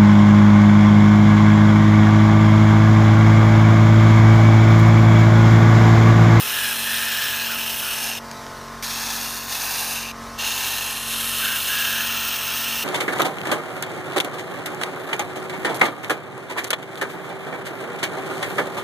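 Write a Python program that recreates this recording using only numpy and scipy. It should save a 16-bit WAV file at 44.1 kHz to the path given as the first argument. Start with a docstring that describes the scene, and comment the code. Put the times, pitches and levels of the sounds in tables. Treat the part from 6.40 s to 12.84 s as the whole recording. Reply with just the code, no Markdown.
"""A sputtering hiss with a hoarse whistle: a thin suction tip draws air and water from a plastic trough.
Air tears the water into spray inside the tip, which rings like a short pipe, and a dimple in the water
whistles as a cavity resonator. Twice the tip dips under and the hiss cuts out, leaving a faint fizz in
the tube and, the first time, a few gulps. Further off in the laboratory a diaphragm pump hums,
beating slowly against a second motor."""
import sys
import numpy as np
from scipy import signal
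from scipy.fft import rfft, irfft
from scipy.io import wavfile
from scipy.ndimage import uniform_filter1d, map_coordinates

SR = 44100
rng = np.random.default_rng(int(sys.argv[2]) if len(sys.argv) > 2 else 0)


def dump(signal):
    """Clip the signal to [-1, 1] and save it as 16-bit WAV at the path in sys.argv[1]."""
    limited = np.clip(np.atleast_2d(signal).T, -1, 1)
    pcm = np.round(limited * 32767).astype(np.int16)
    wavfile.write(sys.argv[1], SR, pcm)


N = 284004
TIME = np.arange(N) / SR
FREQ = np.fft.rfftfreq(N, 1 / SR)


def amp(db):
    """Amplitude ratio of a level in decibels."""
    return 10 ** (np.asarray(db) / 20)


def unit(x):
    """Normalisation to rms 1."""
    return x / np.sqrt(np.mean(x ** 2) + 1e-20)


def curves(rows):
    """Linear interpolation of each column against the first, t/s."""
    times, *columns = np.transpose(rows)
    return [np.interp(TIME, times, column) for column in columns]


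def gate(start, end, edge_s):
    """Trapezoidal window, half open at start and end."""
    return np.clip(.5 + np.minimum(TIME - start, end - TIME) / edge_s, 0, 1)


def wander(hz):
    """Random fluctuation of rms 1, low-passed at hz."""
    return unit(irfft(rfft(rng.standard_normal(N)) / (1 + (FREQ / hz) ** 4) * (FREQ > 0), N))


def colour(x, points):
    """Spectral shaping by points (f/Hz, level/dB), normalised to rms 1."""
    hz, db = np.transpose(points)
    return unit(irfft(rfft(x) * amp(np.interp(np.log(FREQ + 1), np.log(hz + 1), db)), N))


def resonate(x, hz, width_hz):
    """Double-pole resonance of gain 1 whose centre frequency may vary."""
    carrier = np.exp(2j * np.pi * np.cumsum(hz * np.ones(len(x))) / SR)
    r = np.exp(-np.pi * width_hz * 1.55 / SR)
    return 2 * (carrier * signal.lfilter([(1 - r) ** 2], [1, -2 * r, r * r], x / carrier + 1e-18)).real


def ring(x, modes, water):
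    """Forced response of broad modes whose balance shifts with the share of water."""
    hz, width, dry_db, wet_db = np.transpose(modes)[:, :, None]
    shapes = 1 / (1 + ((FREQ - hz) / (.78 * width)) ** 2) ** 2
    responses = (np.sqrt((amp(db) ** 2 * shapes).sum(0)) for db in (dry_db, wet_db))
    dry, wet = (unit(irfft(rfft(x) * response, N)) for response in responses)
    return (1 - water) * dry + water * wet


def spray(per_s, spread_db, air_db, sputter_db, flutter_hz=550, slug_hz=45):
    """Shot noise of tearing droplets plus turbulence, amplitude-modulated by passing slugs of water."""
    sizes = amp(spread_db * np.minimum(rng.exponential(1, N), 3)) * rng.choice([-1, 1], N)
    snaps = unit(sizes * (rng.random(N) < per_s / SR))
    sputter = np.clip(wander(flutter_hz) + 0.55 * wander(slug_hz), -4, 2)  # suction limits the bursts
    return unit((snaps + amp(air_db) * rng.standard_normal(N)) * amp(sputter_db * sputter))


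def submerged_spells():
    """Start and end, t/s, of each interval in which water seals the tip."""
    return [(before[-1][0], after[0][0]) for before, after in zip(AIR_SPELLS, AIR_SPELLS[1:])]


# Spectrum of the room's air: f/Hz, relative level/dB
ROOM_SPECTRUM = [(20, -22), (45, -6), (65, -2), (110, -1.5), (180, -15), (260, -0.5), (340, -6),
                 (450, -11.5), (750, -6.5), (1100, -9), (1600, -2.5), (1900, -2.5), (2500, -16),
                 (4000, -69)]
def room_air(level_db=-44):
    """Stationary broadband noise forms the ambient floor."""
    return amp(level_db) * colour(rng.standard_normal(N), ROOM_SPECTRUM)


# Stroke rate, slightly higher while the pump carries water: t/s, f/Hz
STROKE_RATE = [(0, 45.91), (0.6, 45.91), (1.7, 45.85), (2.55, 46.06), (3.4, 45.96), (4.25, 46.05),
               (5.1, 45.94), (6.44, 45.91)]
# Line spectrum of the pump: harmonic number, level/dB
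PUMP_HARMONICS = [(1, -52.5), (2, -56), (3, -52.5), (4, -60.5), (6, -59.5), (7, -83), (8, -60), (9, -55),
                  (10, -54), (11, -57.5), (12, -57), (13, -54.5), (14, -56.5), (15, -51.5), (16, -115),
                  (17, -87), (18, -69.5), (19, -50), (20, -55.5), (21, -57.5), (22, -53), (23, -46.5),
                  (24, -57), (25, -54), (26, -54.5), (27, -83), (28, -50.5), (30, -68), (32, -54)]
# Bands that swell or fade under load: f/Hz, width/Hz, change at full load/dB
LOAD_BANDS = [(46, 45, 5), (854, 215, -6.5), (1130, 160, 6.5)]
def pump(stroke_hz=45.96, motor_hz=230.96, throb_s=0.49, waver_db=1.37, strain_db=2):
    """Periodic diaphragm strokes give a harmonic series; a second motor beats with the fifth harmonic."""
    turns = np.cumsum(curves(STROKE_RATE)[0]) / SR
    filling, draining = (TIME - 2.08) / 0.23, 1 - (TIME - 4.7) / 1.7
    load = np.clip(np.minimum(filling, draining), 0, 1)  # water loads the pump after the tip goes under
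    drone_cycles = 5 * turns
    motor_cycles = motor_hz * TIME
    motor_cycles -= np.interp(throb_s, TIME, motor_cycles - drone_cycles)  # in phase at throb_s
    hum = amp(-46.5) * np.cos(2 * np.pi * drone_cycles) + amp(-53.5) * np.cos(2 * np.pi * motor_cycles)
    knots = np.linspace(0, TIME[-1], 22)
    for k, db in PUMP_HARMONICS:
        swell_db = sum(gain * np.exp(-((k * stroke_hz - hz) / bw) ** 2) for hz, bw, gain in LOAD_BANDS)
        drift = np.interp(TIME, knots, rng.standard_normal(len(knots)))
        level = amp(db + swell_db * (load - .5) + waver_db * drift)
        hum += level * np.cos(2 * np.pi * (k * turns + rng.random()))
    puffs = rng.standard_normal(N) * np.exp(-(2 * turns % 1) / 0.26)  # two a turn
    valves = amp(-49) * unit(resonate(puffs, 1100, width_hz=480))
    sealed = sum(gate(start + .075, end, edge_s=.15) for start, end in submerged_spells())
    return amp(strain_db * sealed - 0.5) * (np.sqrt(2) * hum + valves)  # it labours against the seal


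def bench(x, early_db=-12.5, tail_db=-23, t60_s=0.32, reflections=14):
    """Early reflections from the trough and apparatus precede the room's exponential reverberation."""
    t = np.arange(SR // 2) / SR
    early = np.zeros(len(t))
    early[(rng.uniform(.0025, .011, reflections) * SR).astype(int)] = rng.choice([-1, 1], reflections)
    tail = rng.standard_normal(len(t)) * amp(-60 * t / t60_s) * (t > .012)
    echo = amp(early_db) * early / np.linalg.norm(early) + amp(tail_db) * tail / np.linalg.norm(tail)
    return x + signal.fftconvolve(x, echo)[:N]


# The hand moves the tip about: t/s, wall echo delay/ms, clamp echo delay/ms, notch f/Hz
HAND_PATH = [(0, .53, 2.43, 4670), (.9, .55, 2.43, 4780), (1.15, .36, 2.45, 4800), (1.8, .36, 2.45, 4830),
             (2.43, .89, 2.92, 2900), (3.1, .87, 2.85, 3120), (3.35, .85, 2.55, 3220),
             (3.7, .83, 2.54, 3340), (3.98, .28, 2.17, 4800), (5.0, .285, 2.17, 4750),
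             (6.44, .36, 2.16, 4950)]
def trough(x, wall_db=-14, clamp_db=-14, glove_db=-16):
    """Comb filtering: echoes off wall, clamps and glove interfere, their delays moving with the hand."""
    delays_ms = curves(HAND_PATH)[:2] + [1.3 + 0.041 * wander(1.7)]
    wall, clamp, glove = (map_coordinates(x, [(TIME - ms / 1000) * SR], order=3) for ms in delays_ms)
    return x + amp(wall_db) * wall + amp(clamp_db) * clamp + amp(glove_db) * glove


# Hollows in the treble of the hiss: f/Hz, width/Hz, mean depth (0-1)
TREBLE_NOTCHES = [(10440, 860, 0.35), (13200, 450, 0.4)]
def notches(x, drift_hz=140):
    """Partial cancellation: one notch follows the hand; those in the treble drift and fill at random."""
    x = x - 0.52 * resonate(x, curves(HAND_PATH)[2], width_hz=420)
    for hz, width, mean_depth in TREBLE_NOTCHES:
        depth = np.clip(mean_depth + 0.17 * wander(5.1), 0, 1)
        x = x - depth * resonate(x, hz + drift_hz * wander(3.3), width)
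    return x


# Spectrum of the fizz in the tube: f/Hz, relative level/dB
TUBE_SPECTRUM = [(1300, 3.5), (2200, -0.5), (3200, -0.5), (4100, 1.5), (4600, 0.5), (5800, 2.5),
                 (7200, -5.5), (8000, -5.5), (8800, -8), (9700, -7), (12000, -10), (15300, -12)]
def tube_fizz(level_db=-39.5, fill_s=0.071, ebb_db_per_s=6):
    """Bubble noise under the sealed tip builds as the tube fills with water, then ebbs."""
    fizz = colour(spray(per_s=1400, spread_db=2, air_db=6, sputter_db=0.5), TUBE_SPECTRUM)
    envelope = np.zeros(N)
    for start, end in submerged_spells():
        age = np.maximum(TIME - start, 0)
        db = level_db - 7.5 * np.exp(-age / fill_s) - ebb_db_per_s * age
        envelope += gate(start, end, edge_s=0.0083) * amp(db)
    return envelope * fizz


# Gulps and bursting bubbles: t/s, peak level/dB, decay time/s
BURSTS = [(1.914, -25, 0.0017), (2.066, -25.5, 0.0011), (2.283, -31, 0.0012), (2.426, -25, 0.007),
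          (2.609, -24, .002)]
# Resonances of a burst: f/Hz, width/Hz, level in air/dB, level in water/dB
FILM_MODES = [(1700, 900, 2, 2), (3400, 1500, -1, -1), (5600, 730, 7, 7), (10000, 4000, -22, -22)]
def gulps():
    """A water film ruptures at the mouth of the tip: resonant noise with an exponential decay."""
    envelope = sum(amp(db) * (TIME >= t) * np.exp(-abs(TIME - t) / decay) for t, db, decay in BURSTS)
    return envelope * ring(rng.standard_normal(N), FILM_MODES, water=.5)


# Slurps at the dimple under the tip: t/s, duration/s, level/dB, f/Hz, fading rate/(dB/s)
DIMPLE_SLURPS = [(0, 0.088, -38, 1330, 0), (0.094, .25, -30, 1680, 4), (.425, .66, -30, 1745, 11.5),
                 (1.071, 0.089, -33.5, 1445, -4), (1.404, 0.138, -34.5, 1476, 11),
                 (1.593, .11, -45, 900, 0), (2.59, 0.25, -44.5, 880, 6), (3.133, .38, -46, 885, -3),
                 (4.02, 0.58, -45, 900, 3), (4.718, .28, -45, 1400, -4), (4.989, 0.2, -31, 1610, 6),
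                 (5.267, 0.39, -30, 1658, 2), (5.672, 1, -36.5, 1387, 11)]
def slurps(catch_s=0.031, release_s=0.062, scoop=0.29, sag_hz_per_s=92):
    """Amplitude and frequency envelopes: each slurp scoops up to pitch, sags and drops as it lets go."""
    gains, pitches = [], []
    for start, length, db, hz, fade in DIMPLE_SLURPS:
        age = np.clip(TIME - start, 0, length)
        held = np.clip(np.minimum((TIME - start) / catch_s, .5 + (start + length - TIME) / release_s), 0, 1)
        gains.append(held * amp(db - fade * age) + 1e-9)
        pitches.append(hz * (1 - scoop * (1 - held)) - sag_hz_per_s * age)
    return np.array(gains), np.array(pitches)


def whistle(gains, pitches, locked_hz=12, loose_hz=75, skirt_db=-8.5):
    """Cavity resonance of the air-swept dimple: a strong slurp locks in pitch, ripples shake a weak one."""
    hz = np.average(pitches, axis=0, weights=gains ** 2)
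    gain = np.linalg.norm(gains, axis=0)
    jitter_hz = locked_hz + loose_hz * (1 - gain / gain.max()) * (hz / hz.max()) ** 2
    core = unit(resonate(rng.standard_normal(N), hz + jitter_hz * wander(22), width_hz=90))
    core = unit(core / (uniform_filter1d(core ** 2, size=200) + .05) ** .3)  # the oscillation saturates
    skirt = unit(resonate(rng.standard_normal(N), 0.9 * hz, width_hz=240))
    return gain * unit((core + amp(skirt_db) * skirt) * amp(wander(22)))


# Four groups of tip resonances: f/Hz, width/Hz, level with mostly air/dB, level with much water/dB
BODY_MODES = [(874, 227, -8.5, 6), (1320, 140, 4.5, -19), (1709, 240, 7, 6), (3520, 370, 1.5, -1),
              (4140, 510, 2.5, 4.5), (5180, 850, 2, 4), (6350, 630, -0.5, 6), (7800, 930, -6, -32)]
BORE_MODES = [(2683, 246, -2, 15), (2992, 340, -5.5, -12)]
FIZZ_MODES = [(9390, 1070, 0, -0.31), (11600, 1630, 0, -1)]
SIZZLE_MODES = [(13400, 330, -3, 1), (14450, 420, 0, 1), (15400, 520, -1, 0)]
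# Make-up of the stream: t/s, share of water (0-1)
WATER_SHARE = [(0, 0.1), (.9, 0), (1.5, 0.12), (1.65, 0.54), (2.43, 0.6), (3.5, 0.7), (4.0, 0.6),
               (4.4, 0.49), (4.8, 0.12), (5.1, 0), (5.8, 0.06), (6.44, 0.17)]
# One table per spell of drawing air: t/s, airflow level/dB, relative fizz/dB, relative sizzle/dB
AIR_SPELLS = [
    [(0, -30, 1, 1), (0.17, -28, 1, -1), (0.39, -30, 2, -1), (0.55, -27.5, 0.5, -2), (0.8, -27.5, -3.5, -1),
     (1.05, -29.5, -4.5, 1), (1.42, -31.0, 2, 1), (1.67, -28, 0, -6.0), (1.79, -33.0, -7, -8.0)],
    [(2.425, -28.5, -6, -11.0), (2.72, -26.5, -5.0, -7), (2.9, -30.5, -1.5, -6.0), (3.06, -33, -5, -4),
     (3.12, -27.0, -3, -7.5), (3.28, -27.5, -2.5, -4), (3.52, -28, 0, -5), (3.72, -37, -7, -11.0)],
    [(3.985, -28.5, -7.5, -13.5), (4.07, -26.0, -4, -7.0), (4.28, -26.5, -2.5, -3), (4.63, -33.0, 3.5, -11),
     (4.73, -28.5, 2, -8), (4.88, -30.0, 5.5, -7), (5.05, -27.0, -1, 2), (5.21, -29.5, 2, 0.0),
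     (5.33, -27.0, -0.5, 2.5), (5.72, -28.5, -5, 1.5), (6.44, -29, -3, 1.0)],
]
# One row per spell: time to free or seal the tip/s, bore level/dB, its growth/(dB/s), closing boost/dB
SPELL_SEALS = [(0.0036, 1.5, -1.5, 1), (0.005, -6, 1.5, 8.5), (0.018, 0, -0.78, 2)]
def tip_hiss(slurping, closing_s=0.24, inrush_db=5, inrush_s=0.012):
    """Pipe resonance: one stream of spray excites all the modes of the tip while air gets in."""
    stream = spray(per_s=5000, spread_db=0.5, air_db=-0.5, sputter_db=1.3)
    water = curves(WATER_SHARE)[0]
    groups = BODY_MODES, BORE_MODES, FIZZ_MODES, SIZZLE_MODES
    body, bore, fizz, sizzle = (ring(stream, modes, water) for modes in groups)
    out = np.zeros(N)
    for spell, (edge_s, opening_db, growth, closing_db) in zip(AIR_SPELLS, SPELL_SEALS):
        flow_db, fizz_db, sizzle_db = curves(spell)
        start, end = spell[0][0], spell[-1][0]
        bore_db = opening_db + growth * (TIME - start) + closing_db * np.exp(-abs(end - TIME) / closing_s)
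        bore_db += 1.5 * slurping - 5 * water  # the bore rings more with the whistle; water damps it
        inrush = amp(inrush_db * np.exp(-abs(TIME - start) / inrush_s))  # air breaking in is brighter
        treble = amp(fizz_db - 4) * fizz + amp(sizzle_db - 4.5) * sizzle
        hiss = amp(-2) * body + amp(bore_db - 2.06) * bore + inrush * treble
        out += gate(start, end, edge_s) * amp(flow_db) * hiss
    return notches(out)


def scene():
    """Superposition of the nearby tip and its echoes, the whistle, the pump and the room's air."""
    gains, pitches = slurps()
    slurping = gains.sum(0) / gains.max()
    suction = bench(trough(tip_hiss(slurping) + tube_fizz() + gulps()))
    mono = amp(-0.54) * suction + whistle(gains, pitches) + pump() + room_air()
    return np.array([mono, mono])


def record(dry, low_hz=34, high_hz=15430):
    """Band limiting: a low cut and a steep low-pass act alike on both channels."""
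    low_cut = signal.butter(4, low_hz, "highpass", fs=SR, output="sos")
    low_pass = signal.firwin(1023, high_hz, window=("kaiser", 9), fs=SR)
    return signal.oaconvolve(signal.sosfilt(low_cut, dry), low_pass[None], "same")


dry = scene()
out = record(dry)
dump(out)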